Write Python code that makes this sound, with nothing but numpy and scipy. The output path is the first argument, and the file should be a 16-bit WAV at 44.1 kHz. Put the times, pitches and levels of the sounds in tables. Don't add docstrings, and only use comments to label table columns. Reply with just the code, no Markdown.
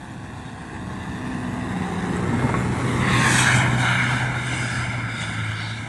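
import sys
import numpy as np
from scipy import signal
from scipy.io import wavfile
from scipy.ndimage import uniform_filter1d

SR = 44100
rng = np.random.default_rng(int(sys.argv[2]) if len(sys.argv) > 2 else 0)


def wav_out(sig):
    wavfile.write(sys.argv[1], SR, np.round(np.clip(np.atleast_2d(sig).T, -1, 1) * 32767).astype(np.int16))


def elevation(decibels):
    levels = np.asarray(decibels, float)
    return 10 ** (levels / 20)


N = 259308
T = np.arange(N) / SR
HZ = np.fft.rfftfreq(1024, 1 / SR)[:, None]

# (time [s], crank speed [Hz], firing tone [dB])
ENGINE_RUN = [(0, 65.47, -49), (.28, 63.1, -41), (.7, 64.25, -46), (.9, 62, -42), (1.25, 63.6, -39.5),
              (1.53, 61.5, -37.5), (1.67, 63.2, -42), (1.95, 58.01, -39.5), (2.37, 60.7, -30.5),
              (3.07, 62.4, -27), (3.62, 62.8, -22.5), (3.9, 60.7, -25), (4.1, 62.6, -26.5),
              (4.6, 62.04, -30.5), (4.95, 59.6, -29), (5.2, 55.4, -32), (5.57, 53.9, -29.5),
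              (5.88, 57, -34)]


def evened(x):
    return x / np.sqrt(np.mean(x ** 2) + 1e-20)


def columns(rows, t):
    s, *values = np.transpose(rows)
    return [np.interp(t, s, v) for v in values]


def step(t, at_s, spread_s):
    return 1 / (1 + np.exp((at_s - t) / spread_s))


def bell(t, at_s, half_s):
    return np.exp(-((t - at_s) / half_s) ** 2)


def wander(smooth):
    drift = uniform_filter1d(rng.standard_normal(N), smooth)
    return evened(uniform_filter1d(drift, smooth))


def colour(points, lo_hz, hi_hz):
    f, db = np.transpose(points)
    gain = elevation(np.interp(np.log(HZ + 1), np.log(f), db, left=-90, right=-90))
    in_band = (HZ > lo_hz) * (HZ < hi_hz)
    return gain / np.sqrt(np.mean(gain ** 2 * in_band))


def noise(shape, patchy_db, streaky_db, flicker_db):
    t, z = signal.stft(rng.standard_normal(N), SR, nperseg=1024, noverlap=768)[1:]
    patches = evened(uniform_filter1d(uniform_filter1d(rng.standard_normal(z.shape), 8, 0), 10, 1))
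    streaks = evened(uniform_filter1d(uniform_filter1d(rng.standard_normal(z.shape), 4, 0), 40, 1))
    flicker = evened(uniform_filter1d(rng.standard_normal(len(t)), 5))
    field_db = patchy_db * patches + flicker_db * flicker
    field_db = field_db + streaky_db * np.clip(HZ / 6000, 0, 1) * streaks
    return signal.istft(z * shape(t) * elevation(field_db), nperseg=1024, noverlap=768)[1][:N]


def throb(turns, fire, turn, cycle):
    swing = fire * np.cos(4 * np.pi * turns)
    swing = swing + turn * np.cos(2 * np.pi * turns + 1)
    swing = swing + cycle * np.cos(np.pi * turns + 2)
    return np.exp(swing) / np.sqrt(np.mean(np.exp(2 * swing)))


def spreading_db(t):
    # (time [s], distance of the car [m])
    path = [
        (0, 30),
        (1.0, 15.2),
        (1.6, 9.7),
        (2.1, 6.16),
        (2.6, 4.04),
        (3.2, 3.7),
        (3.7, 5.4),
        (4.3, 9.3),
        (5.0, 14.7),
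        (5.88, 21.9),
    ]
    return -20 * np.log10(columns(path, t)[0] / 4)


def front_db(t, near_db, fall, shadow_db):
    return near_db + fall * spreading_db(t) + shadow_db * step(t, at_s=3.24, spread_s=0.29)


def ground(hz, notches, stretch, share):
    f, strength = np.transpose(notches)
    lag = np.interp(hz / stretch, np.r_[0, f], np.r_[.5, 1 + np.arange(len(f))])
    echo = np.clip(share * np.interp(hz / stretch, f, strength), 0, .97)
    return abs(1 - echo * np.exp(2j * np.pi * lag)) / np.sqrt(1 + echo ** 2)


def behind(t):
    # (notch [Hz], echo strength [0-1])
    snow_notches = [(480, .7), (1180, .74), (1870, .72), (2570, .97), (3270, .45), (3980, .15), (4680, 0)]
    # (notch [Hz], echo strength [0-1])
    bank_notches = [(3200, 0), (4170, .35), (4640, .3), (5110, .6), (5850, .4), (6800, .55), (7650, .5),
                    (8350, .45), (9300, .55), (10200, .6), (11200, .4)]
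    slide = .42 * bell(t, at_s=2.6, half_s=.62)
    slide = slide + .018 * bell(t, at_s=3.7, half_s=.6)
    bank_s = 3.55
    bank_stretch = .995 + .015 * np.exp(np.minimum(bank_s - t, 0))
    bank = ground(HZ, bank_notches, bank_stretch, .7 * step(t, bank_s, spread_s=.14))
    snow = ground(HZ, snow_notches, 1 + slide, 1 - 3 * slide ** 2)
    return 1 + slide, snow * bank


def tyres():
    # (frequency [Hz], level [dB])
    thud_curve = [(20, -30), (40, -18), (65, 1), (100, -2.5), (160, -6), (230, -12)]
    # (frequency [Hz], level [dB])
    drone_curve = [(110, -22), (170, 1), (250, -0.5), (330, -5), (450, -17.5), (600, -13)]
    # (time [s], half length [s], thud change [dB], drone change [dB])
    rumble_swells = [(0.081, 0.099, 1, 0.5), (0.455, 0.12, 1, -5), (.9, .1, 1.5, -2.5), (2.053, 0.072, -1, 0.5),
                     (2.35, 0.097, 0.5, -1), (2.748, 0.11, 0, -2), (3.152, 0.09, 3, 2.5), (3.7, 0.083, 0, 4),
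                     (3.943, 0.085, -4, -5), (4.599, .1, 2, 3), (5.0, .1, 0, 1), (5.693, .08, -7, -4)]

    def shape(t):
        thud_db, drone_db = sum(np.outer(more_db, bell(t, s, half_s)) for s, half_s, *more_db in rumble_swells)
        thud = elevation(-32.5 + 0.53 * spreading_db(t) + thud_db)
        drone = elevation(-29.5 + 0.89 * spreading_db(t) + drone_db)
        return np.hypot(thud * colour(thud_curve, 30, 100), drone * colour(drone_curve, 200, 420))

    return noise(shape, patchy_db=0.17, streaky_db=-2, flicker_db=1.1)


def knocks(events, overtone, overtone_db, rise_s, rattle):
    out = np.zeros(N)
    t = np.arange(8000) / SR
    for s, db, hz, t60_s in events:
        ring = np.sin(2 * np.pi * hz * t)
        ring = ring + elevation(overtone_db) * np.sin(2 * np.pi * overtone * hz * t)
        drift = uniform_filter1d(uniform_filter1d(rng.standard_normal(len(t)), 30), 30)
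        loose = 1 + rattle * evened(drift)
        envelope = elevation(db - 60 * t / t60_s) * (1 - np.exp(-t / rise_s))
        out[round(s * SR):][:len(t)] += envelope * ring * loose
    return out


def rut_bumps():
    # (time [s], peak [dB], frequency [Hz], t60 [s])
    bumps = [
        (1.619, -13, 108, 0.08),
        (2.118, -23, 172, 0.058),
        (2.286, -10, 147, 0.1),
        (2.439, -3.5, 124, 0.091),
        (2.719, -15, 118.2, 0.047),
        (2.879, -24, 126.5, 0.054),
        (3.129, -8.5, 123.8, 0.088),
        (3.589, -12, 130, 0.1),
        (3.649, -22, 127, 0.076),
    ]
    return knocks(bumps, overtone=1.9, overtone_db=-6, rise_s=0.0074, rattle=0.11)


def body_clunks():
    # (time [s], peak [dB], frequency [Hz], t60 [s])
    clunks = [
        (2.327, -19.5, 929, 0.063),
        (2.422, -17.5, 1095, 0.033),
        (2.435, -21, 907, 0.092),
        (2.472, -17, 1140, 0.032),
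        (2.491, -16, 933, 0.068),
        (2.540, -13.5, 1105, 0.074),
    ]
    return knocks(clunks, overtone=1.85, overtone_db=-11.5, rise_s=0.0021, rattle=0.65)


def ice_ticks():
    # (time [s], peak [dB], frequency [Hz], t60 [s])
    ticks = [
        (2.1604, -28, 8000, 0.0087),
        (2.167, -21, 7700, 0.0076),
    ]
    return knocks(ticks, overtone=1.14, overtone_db=-6, rise_s=0.00097, rattle=0)


def spray():
    # (time [s], half length [s], centre [Hz], level [dB])
    showers = [(2.91, 0.036, 3600, -46), (3.18, .07, 3820, -30.5), (3.2, 0.19, 2110, -29.5),
               (3.27, 0.19, 4670, -40.5), (3.436, 0.085, 3824, -35), (3.08, 0.054, 3150, -40),
               (5.6, 0.16, 3150, -44), (5.7, 0.066, 3700, -53), (4.096, .15, 5100, -48),
               (4.32, 0.084, 2700, -51), (5.2, .1, 3700, -44), (4.699, 0.27, 5000, -46),
               (5.25, 0.18, 4900, -49), (5.68, 0.15, 3890, -45), (5.65, .15, 4640, -49),
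               (5.65, .15, 5470, -54.5), (3.75, 0.17, 4900, -52.5)]

    def shape(t):
        hiss = sum(elevation(db) * bell(t, s, half_s) * evened(bell(HZ, hz, 340)) for s, half_s, hz, db in showers)
        return behind(t)[1] * hiss

    return noise(shape, patchy_db=1.5, streaky_db=1.5, flicker_db=.6)


def block(turns):
    # (order [per turn], level [dB])
    far_orders = [(3.5, -21), (4.5, -22), (5.0, -20), (5.5, -28), (6.0, -27), (7.0, -26), (8.0, -28),
                  (10.0, -25), (11.0, -27), (26.0, -30), (12.0, -25), (14.0, -25), (16.5, -26), (17.5, -28)]
    # (order [per turn], level [dB])
    near_orders = [(3.5, -20), (4.5, -23), (5.0, -22), (5.5, -18), (6.0, -20), (6.5, -20), (7.0, -20),
                   (8.0, -23), (12.0, -30), (13.0, -27), (14.0, -26), (14.5, -30), (15.0, -29), (18.0, -27)]
    # (frequency [Hz], level [dB])
    clatter_curve = [(150, -38), (400, 1.5), (900, -1), (1400, -2), (1900, -2.5), (2300, -9), (2800, -15)]
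    # (frequency [Hz], level [dB])
    rattle_curve = [(1900, -25), (2400, -2), (3100, -3), (3700, -1.5), (4300, -7), (5000, -11), (5800, -28)]
    # (frequency [Hz], level [dB])
    fan_curve = [(4200, -59), (5200, -1), (6500, 0), (8000, 2), (9500, -0.5), (10500, -4), (11700, -9)]
    # (notch [Hz], echo strength [0-1])
    front_notches = [(560, .75), (1300, .5), (2230, .5), (3050, .5), (4100, .3), (5150, .3), (6100, 0)]

    def clatter_db(t):
        return front_db(t, near_db=-31.5, fall=0.75, shadow_db=-17)

    def shape(t):
        clatter = elevation(clatter_db(t)) * colour(clatter_curve, 700, 3000)
        rattle = elevation(front_db(t, near_db=-45.5, fall=0.53, shadow_db=-13)) * colour(rattle_curve, 2575, 4400)
        fan = elevation(front_db(t, near_db=-48, fall=0.63, shadow_db=-2)) * colour(fan_curve, 5600, 9550)
        stretch = .98 + .17 * np.minimum(t / 3, 1) ** 1.5
        echo = ground(HZ, front_notches, stretch, 1 - step(t, at_s=2.1, spread_s=.22))
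        return np.hypot(np.hypot(clatter, rattle), fan) * echo

    close = step(T, at_s=1.75, spread_s=0.034)
    lines = 0
    for orders, share, smooth in ((far_orders, 1 - close, 7000), (near_orders, close, 2500)):
        for k, db in orders:
            gain = share * elevation(db + 1.14 * (k > 10.5) + 2.6 * wander(smooth))
            lines = lines + gain * np.cos(2 * np.pi * (k * turns + rng.random()))
    hash_noise = noise(shape, patchy_db=1.2, streaky_db=2.0, flicker_db=.6)
    gated = hash_noise * throb(turns, fire=.15, turn=.06, cycle=.05)
    return elevation(clatter_db(T) + 15) * lines + gated


def low_orders(turns):
    # (time [s], order [per turn], half length [s], level [dB])
    booms = [(0.51, 4, 0.74, -45.5), (0.88, 3, 0.11, -40.5), (1.1, 3, .1, -36), (1.35, 4, 0.21, -33),
             (1.32, 3, 0.065, -40), (1.7, 4, 0.15, -34.5), (1.87, 3, 0.41, -30.5), (1.91, 13, 0.26, -39),
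             (1.2, 28, 0.37, -45), (1.25, 30, 0.12, -51), (2.48, 35, .22, -41), (2.4, 22, 0.26, -43),
             (0.69, 14, 0.59, -65), (2.22, 3, 0.13, -33.5), (2.353, 4, 0.12, -30.5), (2.62, 3, 0.12, -28.5),
             (2.89, 4, 0.12, -30), (3.116, 3, 0.13, -26), (3.585, 4, 0.13, -45), (3.4, 3, 0.16, -39),
             (1.57, 11, 0.33, -43.5), (3.9, 3, .2, -33), (4.04, 4, .09, -36.5), (5.3, 3, 0.34, -40.5),
             (5.64, 3, 0.075, -46), (5.7, 4, 0.44, -44)]
    boom_orders = (3, 4, 11, 13, 14, 22, 28, 30, 35)
    levels = [elevation(columns(ENGINE_RUN, T)[1])]
    for k in boom_orders:
        levels.append(sum(elevation(db) * bell(T, s, half_s) for s, order, half_s, db in booms if round(order) == k))
    out = 0
    for k, gain in zip((2,) + boom_orders, levels):
        waver = elevation(2.0 * wander(500))
        phase_turns = k * turns + min(k, 9) * .018 * wander(500)
        out = out + np.sqrt(2) * gain * waver * np.cos(2 * np.pi * phase_turns)
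    return out


def exhaust(turns):
    # (time [s], flow [dB], off-axis treble loss [dB])
    jet_sweep = [(2.98, -32, -9.5), (3.05, -27.5, -17), (3.26, -23, -8.5), (3.39, -22.5, -1.5),
                 (3.51, -21, -14), (3.565, -23.5, -7), (3.65, -26, -18.5), (3.77, -31.5, -13),
                 (3.81, -25.5, -11.5), (3.93, -22, -21), (4.2, -28.5, -14.5), (4.3, -32, -20.5),
                 (4.53, -32, -8.5), (4.76, -30, -11.5), (5.06, -34, -22.5), (5.22, -32, -10.5),
                 (5.47, -32.5, -19), (5.88, -38.5, -14.5)]
    # (frequency [Hz], level [dB])
    growl_curve = [(300, -5), (480, 3.5), (800, 0), (1150, 2.5), (1500, -79)]
    # (frequency [Hz], level [dB])
    roar_curve = [(900, -23.5), (1250, 1.5), (1500, -0.5), (2200, -1), (2700, -17.5), (3300, -30)]
    # (frequency [Hz], level [dB])
    edge_curve = [(2000, -28), (2500, 2), (3700, 1.5), (4000, -4.5), (4500, -8), (5200, -40)]
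    # (frequency [Hz], level [dB])
    hiss_curve = [(3600, -22), (4300, -9), (4850, -6), (5400, -5.5), (6000, 1), (6900, 0), (8600, 2),
                  (11700, -11)]

    def shape(t):
        flow_db, off_db = columns(jet_sweep, t)
        edge_db = flow_db - 4.5 + 0.38 * off_db
        hiss_db = flow_db + off_db
        growl_db = -31.5 + spreading_db(t - 0.34)
        emerging = np.clip((t - 2.6) / 0.57, 0, 1)
        roar, edge, hiss, growl = elevation(np.array([flow_db, edge_db, hiss_db, growl_db])) * emerging
        stretch, echoes = behind(t)
        growl = growl * elevation(0.7 * bell(HZ, 900 * stretch, 120))
        roar = roar * elevation(7.9 * (stretch - 1) * bell(HZ, 1580 * stretch, 140))
        low = np.hypot(growl * colour(growl_curve, 650, 1725), roar * colour(roar_curve, 1250, 2100))
        high = np.hypot(edge * colour(edge_curve, 2660, 4600), hiss * colour(hiss_curve, 5700, 10400))
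        return np.hypot(low, high) * echoes

    jet = noise(shape, patchy_db=1.5, streaky_db=2.14, flicker_db=0.5)
    jet = jet * throb(turns, fire=0.024, turn=0.014, cycle=0.009)
    whistle_s = 3.2
    whistle_hz = 1078 - 83 * (T - whistle_s)
    whistle_gain = np.sqrt(2) * bell(T, whistle_s, half_s=0.08) * elevation(-27 + 3.1 * wander(700))
    return jet + whistle_gain * np.cos(2 * np.pi * np.cumsum(whistle_hz) / SR)


def scene():
    turns = np.cumsum(columns(ENGINE_RUN, T)[0]) / SR
    road = tyres() + rut_bumps() + body_clunks() + ice_ticks() + spray()
    engine = block(turns) + low_orders(turns) + exhaust(turns)
    return (road + engine)[None]


def treble_gaps(x):
    hz, t, z = signal.stft(x, SR, nperseg=2048, noverlap=1536)
    hz_col = hz[:, None]
    band = uniform_filter1d(uniform_filter1d(abs(z) ** 2, size=5, axis=0), size=4, axis=1)
    mask = uniform_filter1d(band, size=60, axis=0)
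    luck = evened(uniform_filter1d(rng.standard_normal(z.shape), size=10, axis=1))
    limit_db = 9.8 - 5.5 * np.clip(hz_col / 11000, 0, 1) ** 2 + 2.4 * luck
    weak = (band * elevation(2 * limit_db) < mask) & (hz_col > 3500)
    weak = weak[np.arange(len(hz)) // 5 * 5 + 2 * (hz < 20000)]
    sag = np.interp(t, [0, .6, 1.6, 3.5, 4.5, 5.88], [1.04, .8, 0.18, 0.34, 1.1, 0.92])
    wobble = evened(uniform_filter1d(rng.standard_normal(len(t)), 7))
    top_hz = 11700 - 170 * (sag + wobble)
    gap = (abs(hz_col - 10600) < 600) & (abs(t - 3.425) < .075)
    keep = 1 - (weak | gap | (hz_col > top_hz))
    return signal.istft(z * keep, nperseg=2048, noverlap=1536)[1][:N]


def roll_off(x):
    return signal.sosfilt(signal.butter(12, 11990, fs=SR, output="sos"), x)


def record(dry):
    bass_cut = signal.butter(2, 42, "high", fs=SR, output="sos")
    thin = signal.sosfilt(bass_cut, dry[0])
    mix = treble_gaps(thin)[None]
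    return roll_off(mix)


dry = scene()
out = record(dry)
wav_out(out)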